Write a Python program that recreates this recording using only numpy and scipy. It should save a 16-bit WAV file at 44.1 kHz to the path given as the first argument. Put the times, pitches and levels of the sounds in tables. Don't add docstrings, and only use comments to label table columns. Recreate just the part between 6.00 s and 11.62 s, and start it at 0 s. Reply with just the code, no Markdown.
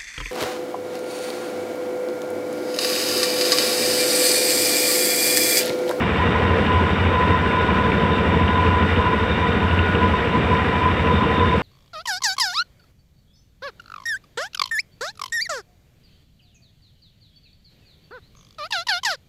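import sys
import numpy as np
from scipy import signal
from scipy.fft import rfft, irfft
from scipy.io import wavfile
from scipy.ndimage import uniform_filter1d

SR = 44100
rng = np.random.default_rng(int(sys.argv[2]) if len(sys.argv) > 2 else 0)


def dump_mix(stems):
    frames = np.atleast_2d(stems).T
    limited = np.clip(frames, -1, 1)
    pcm = np.round(limited * 32767).astype(np.int16)
    wavfile.write(sys.argv[1], SR, pcm)


def field_ratio(decibels):
    return 10 ** (np.asarray(decibels, dtype=float) / 20)


N = 247842

SHAFT_HZ = 3.6655
THROB_AT = 0.53


def rms_one(x):
    return x / np.sqrt(np.mean(x ** 2) + 1e-20)


def in_time(rows):
    s, *columns = np.transpose(rows)
    t = np.arange(N) / SR
    return [np.interp(t, s, column) for column in columns]


def drift(rate):
    hop, settle = 40, 2000
    r = np.exp(-2 * np.pi * rate * hop / SR)
    noise = rng.standard_normal(N // hop + settle + 2)
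    slow = signal.lfilter([1], [1, -2 * r, r * r], noise)[settle:]
    return np.interp(np.arange(N) / hop, np.arange(len(slow)), rms_one(slow))


def swells(rows, rest_db, lift_db, edge_s):
    t, out = np.arange(N) / SR, np.full(N, float(rest_db))
    for s, length, level_db in rows:
        end, top_db = s + length, level_db + lift_db
        corners = [s - edge_s, s + edge_s / 2, end - edge_s / 2, end + edge_s]
        out = np.maximum(out, np.interp(t, corners, [rest_db, top_db, top_db, rest_db]))
    return out


def coloured(spectrum):
    hz, level_db = np.transpose(spectrum)
    grid = np.arange(N // 2 + 1) * SR / N + 1
    gain = field_ratio(np.interp(np.log(grid), np.log(hz), level_db))
    return rms_one(irfft(rfft(rng.standard_normal(N)) * gain, N))


def resonate(x, hz, width):
    r = np.exp(-np.pi * width / SR)
    poles = [1, -2 * r * np.cos(2 * np.pi * hz / SR), r * r]
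    return signal.lfilter([(1 - r * r) / 2, 0, (r * r - 1) / 2], poles, x)


def noise_mode(hz, width):
    return rms_one(resonate(resonate(rng.standard_normal(N), hz, width), hz, width))


def tone(turns, level_db):
    return np.sqrt(2) * field_ratio(level_db) * np.cos(2 * np.pi * turns)


# t/s, f/Hz (four-stroke cycles)
SPEED = [(0, 12.51), (2.5, 12.51), (2.9, 12.43), (4.4, 12.43), (4.8, 12.5), (5.62, 12.5)]


def engine_cycle():
    return np.cumsum(in_time(SPEED)[0]) / SR


# t/s, level/dB
LOAD = [(0, -28), (.3, -28), (2.5, -28.5), (3.8, -28.5), (5.6, -28.5)]


def load_swing():
    load_db, = in_time(LOAD)
    return load_db - load_db.mean()


# f/Hz, level/dB (per Hz)
WAKE = [(3000, -31), (3900, 3), (4500, 0), (5000, -1.5), (5800, -4.5), (6500, -13.5), (7100, -10.5),
        (8200, -9), (9200, -16.5), (10500, -23), (12000, -25.5), (13500, -19), (15500, -22.5), (17000, -35)]
# t/s, f/Hz, length/s, level/dB (rms)
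SQUEAK = (1.14, 12500, .04, -75)


def wake(load_db):
    s, hz, length, level_db = SQUEAK
    t = np.arange(N) / SR
    squeak = np.exp(-((t - s) / length) ** 2) * rms_one(resonate(rng.standard_normal(N), hz, 120))
    hiss_db = -50 + 1.5 * load_db + 0.77 * drift(13.0)
    return field_ratio(hiss_db) * coloured(WAKE) + field_ratio(level_db) * squeak


# f/Hz, width/Hz, share/dB
INTAKE = [(3610, 107, -2), (3698, 110, -4.5)]
# t/s, length/s, level/dB
GULPS = [(0.31, 0.034, -39), (1.13, 0.04, -37), (2.118, 0.061, -38.5), (2.384, 0.03, -41),
         (2.5, 0.064, -38.5), (2.645, 0.033, -36.5), (3.306, 0.058, -37), (3.374, 0.077, -40.5),
         (3.573, 0.035, -39), (3.83, 0.046, -41), (3.956, 0.056, -37), (5.133, 0.038, -38),
         (5.341, 0.16, -37.5)]


def intake():
    flow_db = swells(GULPS, rest_db=-43, lift_db=-1, edge_s=0.02) + 1.8 * drift(9.1)
    return sum(field_ratio(flow_db + share_db) * noise_mode(hz, width) for hz, width, share_db in INTAKE)


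# t/s, length/s, level/dB
PLATE_RINGS = [(0.197, 0.034, -23), (0.353, 0.054, -24), (0.468, 0.052, -26), (0.691, 0.12, -24.5),
               (0.869, 0.033, -27), (1.122, 0.25, -24.5), (1.437, 0.028, -19.5), (1.523, 0.066, -23.5),
               (1.631, 0.248, -24.5), (1.882, 0.074, -27), (2.005, 0.15, -26.5), (2.307, 0.06, -27.5),
               (2.394, 0.04, -23), (2.476, 0.33, -25.5), (2.815, 0.032, -28), (2.996, 0.14, -24.5),
               (3.405, 0.056, -25.5), (4.009, 0.053, -22), (4.127, 0.038, -24), (4.327, 0.046, -24.5),
               (4.506, 0.106, -23.5), (4.74, 0.042, -26.5), (4.825, 0.081, -19.5), (4.997, 0.05, -25.5),
               (5.073, 0.069, -25.5), (5.209, 0.037, -22), (5.293, 0.032, -22), (5.352, 0.11, -24.5),
               (5.496, 0.056, -25)]


def deck_plate():
    ring_db = swells(PLATE_RINGS, rest_db=-30.5, lift_db=3.5, edge_s=0.024) + 1.95 * drift(13.0)
    ring = resonate(resonate(rng.standard_normal(N), 1007, 15.6), 991, 70)
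    power = uniform_filter1d(ring ** 2, size=1300)
    return field_ratio(ring_db) * ring / np.sqrt(power + 0.24 * ring.var())


# t/s, level/dB (peak), f/Hz
TICKS = [(0.158, -17.5, 2356), (0.6649, -19, 2930), (0.7195, -20.5, 2810), (1.052, -14.5, 2206),
         (1.0907, -20, 2170), (1.5107, -15, 2260), (1.919, -13.5, 2290), (2.185, -18, 2290),
         (2.321, -17.5, 2046), (2.4806, -15.5, 2830), (2.6663, -20.5, 2680), (2.9063, -24.5, 2290),
         (2.9607, -17.5, 2990), (3.3628, -26, 2380), (3.548, -23.5, 2680), (3.711, -15, 2804),
         (3.791, -13, 2750), (3.951, -17, 2790), (4.5517, -16.5, 2274), (4.7286, -22, 2090),
         (4.995, -18, 2140), (5.5104, -18, 2200)]


def valves(cycle):
    first = np.diff(cycle // 1) > 0
    second = np.diff((cycle - 1 / 3) // 1) > 0
    seats = np.flatnonzero(first | second)
    draws = rng.standard_normal((len(seats), 2))
    soft = [(i / SR, -27.5 + 2.0 * a, 2600 + 200 * b) for i, (a, b) in zip(seats, draws)]
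    hard = [(s, peak_db - 2.5, hz) for s, peak_db, hz in TICKS]
    length = 900
    out, age = np.zeros(N + length), np.arange(length) / SR
    shape = (1 - np.exp(-age / 0.0007)) ** 2 * np.exp(-age / 0.0016)
    shape /= shape.max()
    for s, peak_db, hz in soft + hard:
        pair = np.sin(2 * np.pi * hz * age) + 0.39 * np.sin(2 * np.pi * 1.1 * hz * age)
        out[round(s * SR):][:length] += field_ratio(peak_db) * shape * pair
    return out[:N]


# f/Hz, level/dB (rms)
WHINES = [(585, -48), (704, -46), (762, -52), (1192, -50), (1386, -50), (1585, -52), (1660, -47),
          (1788, -52), (1939, -50), (2773, -52), (4362, -72), (13270, -90), (13840, -88), (14750, -88),
          (2782, -49), (2906, -52), (3114, -60)]
# t/s, f/Hz, level/dB (rms)
MESH = [(0, 1449, -43), (.75, 1450, -34), (1.15, 1446, -37), (1.6, 1455, -31), (2.4, 1452, -40.5),
        (2.55, 1452, -34.5), (3.45, 1451.5, -37), (3.9, 1455, -29.5), (4.25, 1445, -41.5),
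        (5.6, 1437, -38.5)]


def gears(wander, sway_db):
    load = drift(0.81)
    slack = np.cumsum(1 + wander * (load - load.mean())) / SR
    out = sum(tone(hz * slack + rng.random(), level_db + 2.5 + sway_db * drift(6.0))
              for hz, level_db in WHINES)
    mesh_hz, mesh_db = in_time(MESH)
    return out + tone(np.cumsum(mesh_hz) / SR, mesh_db + 0.7 + 0.7 * drift(6.0))


SHAFT_ORDERS = [14, 16, 19, 21, 22, 23, 25, 26, 42, 52, 54, 57]
SHAFT_DB = [-52, -43.5, -47.5, -43, -43, -39.5, -45, -36.5, -40, -37, -40.5, -47]


def shaft(sway_db):
    turns = SHAFT_HZ * np.arange(N) / SR
    starts = rng.random(len(SHAFT_DB))
    return sum(tone(k * turns + start, level_db + sway_db * drift(1.0))
               for k, start, level_db in zip(SHAFT_ORDERS, starts, SHAFT_DB))


# f/Hz, level/dB (per Hz)
ROAR = [(15, -58.5), (25, -30.5), (81, -10), (125, -7), (196, -8), (276, -10.5), (452, -8.5), (560, -13),
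        (823, -15), (999, -12.5), (1110, -16), (1440, -15), (2860, -22.5), (3690, -29.5), (4200, -48),
        (5460, -79), (9240, -120)]
# f/Hz, width/Hz, level/dB (rms)
PANELS = [(95, 36, -36.5), (203, 58, -33.5), (467.4, 70, -32), (911, 40, -47.5), (1050, 58, -49),
          (1909, 250, -36.5), (2380, 52, -43), (2857, 390, -50), (2290, 130, -45), (1269, 100, -41)]


def roar(cycle, load_db):
    firing_db = 1.1 * np.cos(2 * np.pi * 6 * cycle)
    uneven_db = 0.9 * np.cos(2 * np.pi * (cycle - 0.3))
    panels = sum(field_ratio(level_db + 2.6 * drift(6.1)) * noise_mode(hz, width)
                 for hz, width, level_db in PANELS)
    return field_ratio(firing_db + uneven_db + 1.5 * load_db) * (field_ratio(-23) * coloured(ROAR) + panels)


# t/s, level/dB (rms, seventh order), level/dB (rms, shaft tone)
GRIP = [(0, -34.5, -46), (.3, -29, -34.5), (1.1, -27.5, -28.5), (1.8, -30, -30.5), (2.6, -25, -28),
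        (3.3, -30, -33), (3.8, -27, -26), (4.7, -34.5, -36.5), (5.4, -27, -39)]


def boom(cycle, sway_db):
    t = np.arange(N) / SR
    seventh_db, shaft_db = in_time(GRIP)
    seventh = 7 * (cycle - THROB_AT)
    side = tone(seventh + SHAFT_HZ * t + 0.2, -41)
    neighbour = tone(88.02 * t - 0.05, shaft_db)
    return tone(seventh, seventh_db + sway_db * drift(4.4)) + side + neighbour


ENGINE_ORDERS = [1, 3, 4, 5, 9, 10, 12, 13, 14, 15, 16, 17, 18, 19, 20, 21, 24, 26, 30, 32, 36, 37, 40, 42]
ENGINE_DB = [-55, -53, -57.5, -39.5, -37, -47, -42, -37, -35, -54, -37, -43.5, -36, -36, -43, -40.5, -40.5,
             -41.5, -46.5, -43.5, -34.5, -48, -48, -44]


def engine(cycle, sway_db):
    out = tone(6 * (cycle - THROB_AT), -30)
    for k, level_db in zip(ENGINE_ORDERS, ENGINE_DB):
        start = rng.random() * (k != 5)
        out += tone(k * (cycle - THROB_AT) + start, level_db + sway_db * drift(3.2))
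    return out


# t/s, length/s, level/dB
WAVES = [(0.269, 0.062, -21.5), (0.435, 0.056, -22.5), (0.525, 0.11, -21.5), (0.766, 0.182, -23.5),
         (1.243, 0.08, -21), (1.451, 0.136, -23), (1.7, 0.053, -22.5), (1.832, 0.164, -22),
         (2.023, 0.03, -19.5), (2.099, 0.05, -21.5), (2.197, 0.23, -21), (2.648, 0.057, -21.5),
         (2.834, 0.027, -20), (2.953, 0.043, -21), (3.159, 0.088, -24), (3.472, 0.04, -22),
         (3.552, 0.036, -20.5), (3.757, 0.072, -22), (3.931, 0.063, -20.5), (4.025, 0.1, -21),
         (4.342, 0.062, -20), (4.522, 0.062, -21.5), (4.919, 0.05, -22.5), (5.045, 0.2, -23),
         (5.24, 0.08, -21.5), (5.384, 0.073, -20.5), (5.515, 0.058, -21.5)]


def shudder(x):
    wave_db = swells(WAVES, rest_db=-23.5, lift_db=0.5, edge_s=0.03)
    for low_hz, high_hz in [(130, 330), (380, 560)]:
        bandpass = signal.butter(2, [low_hz, high_hz], "band", fs=SR, output="sos")
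        band = signal.sosfiltfilt(bandpass, x)
        flex_db = wave_db - wave_db.mean() + 0.85 * drift(6.6)
        x = x + (field_ratio(flex_db) - 1) * band
    return x


def scene():
    cycle, load_db = engine_cycle(), load_swing()
    air = wake(load_db) + intake()
    whines = deck_plate() + gears(wander=0.0012, sway_db=3.5)
    machinery = shaft(sway_db=2.0) + roar(cycle, load_db)
    machinery += boom(cycle, sway_db=1.7) + engine(cycle, sway_db=0.5)
    return (air + whines + valves(cycle) + shudder(machinery))[None]


def band_limit(x):
    return signal.sosfilt(signal.butter(12, 15560, fs=SR, output="sos"), x)


def record(dry):
    mix = 2.5 * np.tanh(dry / 2.5)
    return band_limit(mix)


dry = scene()
out = record(dry)
dump_mix(out)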